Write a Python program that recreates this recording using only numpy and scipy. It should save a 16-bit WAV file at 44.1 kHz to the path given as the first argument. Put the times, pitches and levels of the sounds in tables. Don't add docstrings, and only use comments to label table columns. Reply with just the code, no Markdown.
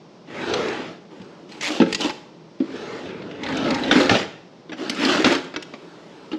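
import sys
import numpy as np
from scipy import signal
from scipy.fft import rfft, irfft
from scipy.io import wavfile

SR = 44100
rng = np.random.default_rng(int(sys.argv[2]) if len(sys.argv) > 2 else 0)


def transcribe(signal):
    frames = np.atleast_2d(signal).T
    limited = np.clip(frames, -1, 1)
    pcm = np.round(limited * 32767).astype(np.int16)
    wavfile.write(sys.argv[1], SR, pcm)


N = 281358
TIME = np.arange(N) / SR

# centre in Hz, width in Hz, gain in dB.
PANELS = [(316, 42, 2.5), (452, 45, 2.5), (576, 65, 5.5), (670, 60, 3.5), (840.5, 13.4, 6), (1060, 340, -4),
          (1320, 97, 2), (2430, 23, -0.5)]
# start, rise, hold and fall in seconds, level in dB
# relative to a firm stroke, brightness in dB.
BOTTOM_SLIDES = [(0.255, 0.29, 0.042, 0.41, 2.5, 8), (2.566, 0.22, 0.2, 0.151, -8, 10),
                 (3.024, 0.0507, 0.32, 0.063, -12.5, 3.5)]
# start in seconds,
# boom and crack in dB, rebound delay in seconds, shake level and shake brightness in dB.
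STOPS = [(3.9119, -19.5, -16.5, 0.043, -8.5, 2.5), (4.094, -24, -20, .016, -4.5, 0.5),
         (5.244, -25.5, -16.5, .013, -3, -1.5)]


def from_db(db):
    return 10 ** (np.asarray(db) / 20)


def rms_one(x):
    return x / np.sqrt(np.mean(x ** 2) + 1e-20)


def unit_hit(x, size):
    return x / np.sqrt(np.mean(x[:size] ** 2))


def at_hz(points, hz):
    frequencies, values = np.array(points).T
    return np.interp(np.log(hz + 1), np.log(frequencies), values)


def fade(t, t60):
    return np.exp(-np.log(1000) * t / max(t60, 1e-3))


def band(x, hz, kind):
    return signal.sosfilt(signal.butter(3, hz, kind, fs=SR, output="sos"), x)


def add(out, s, sound):
    start = round(s * SR)
    out[start:start + len(sound)] += sound[:N - start]


def envelope(s, rise, hold, fall):
    return np.interp(TIME, s + np.cumsum([0, rise, hold, fall]), [0, 1, 1, 0])


def coloured(x, spectrum, resonances=()):
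    size = 4096
    hz = np.arange(size // 2 + 1) * SR / size
    peaks_db = sum(db / (1 + (2 * (hz - centre) / width) ** 2) for centre, width, db in resonances)
    cepstrum = irfft(np.log(from_db(at_hz(spectrum, hz) + peaks_db)))
    causal = np.r_[cepstrum[0], 2 * cepstrum[1:size // 2]]
    response = irfft(np.exp(rfft(causal, size)))
    return signal.fftconvolve(x, response)[:len(x)]


def friction(per_s, spread_db, grain_t60, smooth_db):
    sizes = from_db(spread_db * np.minimum(rng.exponential(1, N), 3))
    catches = sizes * (rng.random(N) < per_s / SR)
    power = signal.lfilter([1], [1, -fade(1 / SR, grain_t60) ** 2], catches ** 2 + 1e-12)
    return np.sqrt(power / power.mean() + from_db(smooth_db) ** 2) * rng.standard_normal(N)


def movement(rub, spectrum, strokes, boom_db, rasp_db, rattle_db):
    boom_follows = 0.71
    sound = coloured(rub, spectrum, PANELS)
    boom = rms_one(band(sound, 650, "low"))
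    rasp = rms_one(band(sound, [650, 3500], "band"))
    rattle = rms_one(band(sound, 3500, "high"))
    out = np.zeros(N)
    for s, rise, hold, fall, db, bright_db in strokes:
        effort = from_db(db) * envelope(s, rise, hold, fall)
        out += from_db(boom_db - bright_db) * effort ** boom_follows * boom
        out += effort * (from_db(rasp_db) * rasp + from_db(rattle_db + bright_db) * rattle)
    return out


def drawers():
    # frequency in Hz, relative level in dB.
    bottom_rub = [(40, -28), (113, -8.5), (251, 1), (443, -6), (728, -13), (866, -11.5), (1080, -11),
                  (1400, -13), (3930, -22.5), (6620, -33.5), (12000, -63), (15000, -71)]
    upper_rub = [(40, -20.5), (186, -10.5), (280, 5.5), (382, -9), (554, -11), (728, -20.5), (804, -16),
                 (1110, -20.5), (1780, -22.5), (3830, -32), (6950, -51.5), (15000, -84)]
    jiggle_rub = [(40, -40), (135, -15), (270, 7), (364, -1.5), (502, -10), (900, -7.5), (1450, -4.5),
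                  (3070, -16.5), (3930, -25), (4450, -25.5), (7130, -38.5), (15000, -71)]
    shake_rub = [(30, -58), (110, -23), (185, -14), (285, -0.5), (370, -2), (520, -12.5), (750, -17.5),
                 (1500, -17), (4200, -25.5), (6880, -36.5), (15000, -74)]
    # start, rise, hold, fall in seconds, level and brightness in dB.
    upper_slides = [(3.39, 0.11, 0.6, 0.11, 0, 1.5), (3.63, 0.059, 0.017, 0.04, -8, -7)]
    jiggles = [(4.756, 0.045, 0.12, 0.069, -14, 0), (4.954, 0.08, 0.095, 0.17, 0.5, 0)]
    rise_s, hold_s, fall_s = 0.018, 0.05, 0.1
    shakes = [(s, rise_s, hold_s, fall_s, db, bright_db) for s, *_, db, bright_db in STOPS]
    jostle = from_db(-5.5) * clinks(per_s=220, spread_db=16, t60=0.035)
    smooth = friction(per_s=620, spread_db=6.5, grain_t60=0.068, smooth_db=6)
    rough = friction(per_s=520, spread_db=2, grain_t60=0.0033, smooth_db=2.5) + jostle
    return (movement(smooth, bottom_rub, BOTTOM_SLIDES, boom_db=-24, rasp_db=-30, rattle_db=-49.5)
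            + movement(rough, upper_rub, upper_slides, boom_db=-24, rasp_db=-28.5, rattle_db=-39.5)
            + movement(rough, jiggle_rub, jiggles, boom_db=-22, rasp_db=-21.5, rattle_db=-25.5)
            + movement(rough, shake_rub, shakes, boom_db=-22, rasp_db=-17.5, rattle_db=-26))


def cavity(x, echo_db, t60):
    t = TIME[:SR // 20]
    echoes = rng.standard_normal(len(t)) * fade(t, t60)
    response = from_db(echo_db) * band(echoes / np.sqrt(np.sum(echoes ** 2)), 600, "high")
    response[0] += 1
    return signal.fftconvolve(x, response)[:len(x)] / np.sqrt(np.sum(response ** 2))


def shifting_cavity(x, echo_db, t60, turns_per_s):
    phase = 2 * np.pi * turns_per_s * TIME
    weights = np.array([np.cos(phase * rng.uniform(0.5, 1) + 2 * np.pi * rng.random())
                        for _ in range(6)])
    echoes = sum(weight * (cavity(x, echo_db=0, t60=t60) - np.sqrt(0.5) * x) for weight in weights)
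    echoes /= np.sqrt(0.5 * np.sum(weights ** 2, axis=0))
    share = from_db(echo_db)
    return (x + share * echoes) / np.sqrt(1 + share ** 2)


def rollers():
    crawl_hz, rise_hz, width_hz, level_db = 241, 191, 128, -28
    speeds = [(envelope(s, rise, hold, fall), db) for s, rise, hold, fall, db, _ in BOTTOM_SLIDES]
    hz = crawl_hz + rise_hz * np.max([speed for speed, _ in speeds], axis=0)
    phase = 2 * np.pi * np.cumsum(hz) / SR
    in_phase, quadrature = band(rng.standard_normal((2, N)), width_hz / 2, "low")
    drone = rms_one(in_phase * np.cos(phase) + quadrature * np.sin(phase))
    return drone * sum(from_db(level_db + db) * speed ** 2 for speed, db in speeds)


def ringing(modes, t, spread_db, detune):
    return sum(from_db(db + spread_db * rng.normal()) * fade(t, t60)
               * np.sin(2 * np.pi * hz * (1 + detune * rng.normal()) * t) for hz, db, t60 in modes)


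def clacks_and_rings():
    # start in seconds, clack level and bright edge level in dB.
    clacks = [(0.537, -23.5, -31.5), (0.683, -32.5, -41), (1.216, -50, -55), (1.243, -70, -59),
              (1.491, -53, -55), (1.5192, -44, -46), (1.609, -30.5, -34), (1.6226, -35, -36),
              (1.9258, -24.5, -26), (1.9464, -23.5, -22.5), (2.007, -41, -29.5), (2.094, -30.5, -36),
              (2.104, -33, -45), (3.09, -40.5, -83), (3.2203, -43, -75), (3.311, -40, -59),
              (3.434, -31.5, -39), (3.462, -31, -52), (3.486, -34, -47), (3.522, -33, -47),
              (3.569, -32, -35.5), (3.705, -30, -28.5), (3.744, -32, -30.5), (3.837, -33, -41),
              (3.88, -35.5, -49), (3.912, -20.5, -32.5), (4.003, -28, -37), (4.094, -17, -33.5),
              (4.187, -49, -43), (4.896, -35, -23), (4.947, -48, -40), (5.049, -30, -24.5),
              (5.121, -25, -33), (5.2206, -29, -39), (5.244, -16.5, -31), (5.349, -25, -32),
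              (5.443, -58, -49), (5.5611, -25, -42), (5.624, -38, -38)]
    # frequency in Hz, relative level in dB.
    clack_spectrum = [(300, 1), (1000, -3), (2000, 3.5), (3200, 2.5), (5000, -0.5), (7000, -8.5),
                      (9000, -23.5), (12000, -35), (15000, -54)]
    # frequency in Hz, relative level in dB, t60 in seconds.
    modes = [(1414, -7.5, 0.062), (2007, 4, 0.075), (2550, 5, 0.035), (3104, 3, 0.03), (4294, -3.5, 0.059),
             (5360, -13, 0.02)]
    # start in seconds, pitch in Hz, level in dB, t60 in seconds.
    rings = [(.537, 6040, -24, 0.024), (1.521, 4180, -34, 0.03), (1.801, 860, -17, 0.026),
             (1.819, 1314, -17, 0.048), (1.928, 2570, -12, 0.015), (2.097, 860, -20.5, 0.063),
             (3.836, 3930, -19.5, 0.04), (3.912, 1490, -9, 0.041), (3.932, 3540, -18, 0.037),
             (4.028, 5750, -29, 0.027), (4.048, 5040, -31, .035), (4.096, 1786, -10, .05),
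             (4.187, 4850, -23, 0.04), (5.05, 4350, -13, 0.027), (5.738, 1157, -29.5, 0.038)]
    chatter_s, edge_hz = 0.0045, 4000
    out, t = np.zeros(N), TIME[:SR // 4]
    press = (1 - fade(t, t60=0.0014)) ** 2
    chatter = press * fade(np.maximum(t - chatter_s, 0), t60=0.035)
    for s, clack_db, edge_db in clacks:
        ring = unit_hit(press * ringing(modes, t, spread_db=4, detune=0.08), size=440)
        burst = coloured(chatter * rng.standard_normal(len(t)), clack_spectrum)
        tick = unit_hit(cavity(burst, echo_db=0, t60=0.0054), size=440)
        clack = tick + from_db(-5.5) * ring
        dull = unit_hit(band(clack, edge_hz, "low"), size=440)
        edge = unit_hit(band(clack, edge_hz, "high"), size=440)
        add(out, s, from_db(clack_db) * dull + from_db(edge_db) * edge)
    for s, hz, db, t60 in rings:
        add(out, s, from_db(db) * press * fade(t, t60) * np.sin(2 * np.pi * hz * t))
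    return out


def hand():
    # start, rise, hold, fall in seconds, level and brightness in dB.
    reaches = [(1.1, 0.01, 0.095, 0.5, 0.0041, -1.9), (5.6, 0.15, 0.75, .1, 0.031, 0.05)]
    shoves = [(1.48, 0.033, 0.12, 0.015, -15, 0), (1.611, 0.026, 0.039, 0.026, 0.5, 7),
              (1.671, 0.046, 0.047, 0.057, -0.5, 1), (1.86, 0.042, 0.022, 0.035, -11, 4.5),
              (1.985, 0.026, 0.036, 0.077, 5, -0.5)]
    # frequency in Hz, relative level in dB.
    shuffle = [(40, -27), (164, -13), (298, 2), (392, 0.5), (659, -10.5), (980, -2.5), (2520, -17.5),
               (4790, -32.5), (7490, -41.5), (15000, -72)]
    shoving = friction(per_s=1100, spread_db=4, grain_t60=0.016, smooth_db=-5)
    shoving += from_db(-8) * clinks(per_s=560, spread_db=11, t60=0.028)
    brushing = rng.standard_normal(N)
    return (movement(brushing, shuffle, reaches, boom_db=-47, rasp_db=-50, rattle_db=-56.5)
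            + movement(shoving, shuffle, shoves, boom_db=-32, rasp_db=-31.5, rattle_db=-33))


def cabinet():
    # start in seconds, level in dB.
    thuds = [(1.197, -32), (1.804, -27), (3.504, -24.5), (4.101, -14.5), (5.247, -28)]
    # frequency in Hz, relative level in dB, t60 in seconds.
    modes = [(110.6, -6, 0.19), (140, -5, 0.21), (185.8, -3.5, 0.23)]
    out, t = np.zeros(N), TIME[:SR // 2]
    swell = (1 - fade(t, t60=0.044)) ** 2
    for s, db in thuds:
        add(out, s, from_db(db) * swell * ringing(modes, t, spread_db=-5, detune=0.02))
    return out


def blows():
    # start in seconds, boom and crack in dB, pitch ratio of the box.
    box_knocks = [(1.199, -37.5, -54, 0.65), (1.683, -32, -38, 0.95), (1.702, -27, -32.5, 1.14),
                  (1.8006, -9.5, -23, 1.0), (1.8175, -12, -25, 1.0), (1.861, -24, -36.5, 0.95),
                  (2.046, -21, -30, 1.11), (2.602, -16, -42, 0.97), (3.922, -17.5, -38, 1.07),
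                  (3.961, -13.5, -32, 0.88), (4.0, -15.5, -33, 1.11), (4.148, -21, -24, 0.76),
                  (4.694, -34.5, -44, 1.18), (4.719, -38, -35, 1.05), (4.729, -35, -37, 0.96),
                  (4.81, -27.5, -47, 1.16), (4.897, -31, -32.5, 0.86), (5.088, -19.5, -44, 1.1),
                  (5.149, -36, -23, 1), (5.19, -19, -40, 0.97), (5.305, -18.5, -38, 1.25),
                  (5.54, -40, -35.5, 1.04), (5.563, -29, -38.5, 1.1), (5.737, -37.5, -38, 0.99),
                  (6.316, -34, -35.5, 1.01), (6.331, -24.5, -36.5, 0.97)]
    pitch = 0.92
    hits = [(s, boom_db, crack_db, pitch) for s, boom_db, crack_db, *_ in STOPS]
    rebounds = [(s + delay, boom_db + 6.5, crack_db - 6, pitch)
                for s, boom_db, crack_db, delay, *_ in STOPS]
    return list(box_knocks) + hits + rebounds


def knocks():
    # frequency in Hz, relative level in dB, t60 in seconds.
    box_modes = [(229.8, -10, 0.11), (275, 5.5, 0.071), (324, -6.5, 0.16), (394.7, -15.5, 0.21),
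                 (463.7, -15, 0.18), (559, -18, 0.19), (858, -11, 0.083), (1350, -18, 0.087)]
    # frequency in Hz, relative level in dB.
    crack_spectrum = [(200, -16), (500, -5.5), (900, -10), (1700, -6), (3800, -14), (5500, -25),
                      (7500, -37.5), (9500, -64), (15000, -68)]
    out, t = np.zeros(N), TIME[:SR // 3]
    swell = 1 - fade(t, t60=0.023)
    contact = fade(t, t60=0.07) + from_db(-18) * fade(t, t60=0.25)
    for s, boom_db, crack_db, pitch in blows():
        reach_hz = np.clip(1500 * from_db(0.42 * (crack_db - boom_db)), 300, 2500)
        radiation = signal.butter(2, [190, reach_hz], "band", fs=SR, output="sos")
        modes = [(hz * pitch, db, t60) for hz, db, t60 in box_modes]
        vibration = swell * ringing(modes, t, spread_db=5.5, detune=0.018)
        boom = unit_hit(signal.sosfilt(radiation, vibration), size=880)
        burst = coloured(contact * rng.standard_normal(len(t)), crack_spectrum, PANELS)
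        crack = unit_hit(cavity(burst, echo_db=-0.5, t60=0.011), size=880)
        add(out, s, from_db(boom_db) * boom + from_db(crack_db) * crack)
    return out


def clinks(per_s, spread_db, t60, count=40):
    touches = (rng.random(N) < per_s / SR) * from_db(-spread_db * rng.random(N))
    piece = rng.integers(0, count, N)
    out, t = np.zeros(N), TIME[:SR // 8]
    for k, hz in enumerate(np.geomspace(900, 2900, count)):
        tone = sum(np.sin(2 * np.pi * hz * ratio * t) for ratio in (1, 2.76, 5.4)) * fade(t, t60)
        for i in np.flatnonzero(touches * (piece == k)):
            add(out, i / SR, touches[i] * tone)
    return rms_one(out)


def tinkle():
    # start, rise, hold and fall in seconds, level in dB.
    spells = [(1.622, 0.026, 0.036, .035, -34), (3.45, 0.32, .18, .05, -45.5),
              (3.925, 0.071, 0.053, 0.062, -32), (4.952, 0.11, 0.11, 0.046, -35),
              (5.249, 0.023, 0.053, 0.035, -30)]
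    # frequency in Hz, relative level in dB.
    spectrum = [(100, -49), (500, -17), (1500, 3), (4000, -1), (7000, -11), (9000, -24), (12000, -30),
                (15000, -43)]
    chatter = friction(per_s=900, spread_db=6, grain_t60=0.004, smooth_db=-9)
    ticks = rms_one(coloured(chatter, spectrum))
    return ticks * sum(from_db(db) * envelope(*timing) for *timing, db in spells)


def kitchen(x, build_s):
    # frequency in Hz, t60 in seconds.
    decay_times = [(150, 0.58), (3000, 0.53), (14000, 0.44)]
    t, edges = TIME[:SR * 2 // 3], np.geomspace(60, 15360, 9)
    tail = np.zeros(len(t))
    for low, high in zip(edges, edges[1:]):
        octave = band(rng.standard_normal(len(t)), [low, high], "band")
        tail += octave * fade(t, at_hz(decay_times, np.sqrt(low * high)))
    tail *= 1 - np.exp(-t / build_s)
    return signal.fftconvolve(x, tail / np.sqrt(np.sum(tail ** 2)))[:N]


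def hush():
    # frequency in Hz, relative level in dB.
    spectrum = [(30, -27), (95, -24.5), (165, 2), (250, -7), (330, -2), (700, -12), (1000, -15),
                (1600, -24), (5500, -28), (9000, -51), (15000, -78)]
    return from_db(-46.3) * rms_one(coloured(rng.standard_normal(N), spectrum))


def scene():
    rubbing = shifting_cavity(drawers() + hand(), echo_db=-7, t60=0.018, turns_per_s=4)
    direct = rubbing + rollers() + knocks() + cabinet() + clacks_and_rings() + tinkle()
    sound = direct + hush() + from_db(-14) * kitchen(direct, build_s=0.029)
    return np.array([sound, sound])


def record(dry):
    bass_hz, dip_hz, cutoff_hz = 38, 9020, 15100
    dipped = signal.lfilter(*signal.iirnotch(dip_hz, Q=18, fs=SR), band(dry, bass_hz, "high"))
    return signal.sosfilt(signal.ellip(10, 0.2, 80, cutoff_hz, fs=SR, output="sos"), dipped)


dry = scene()
out = record(dry)
transcribe(out)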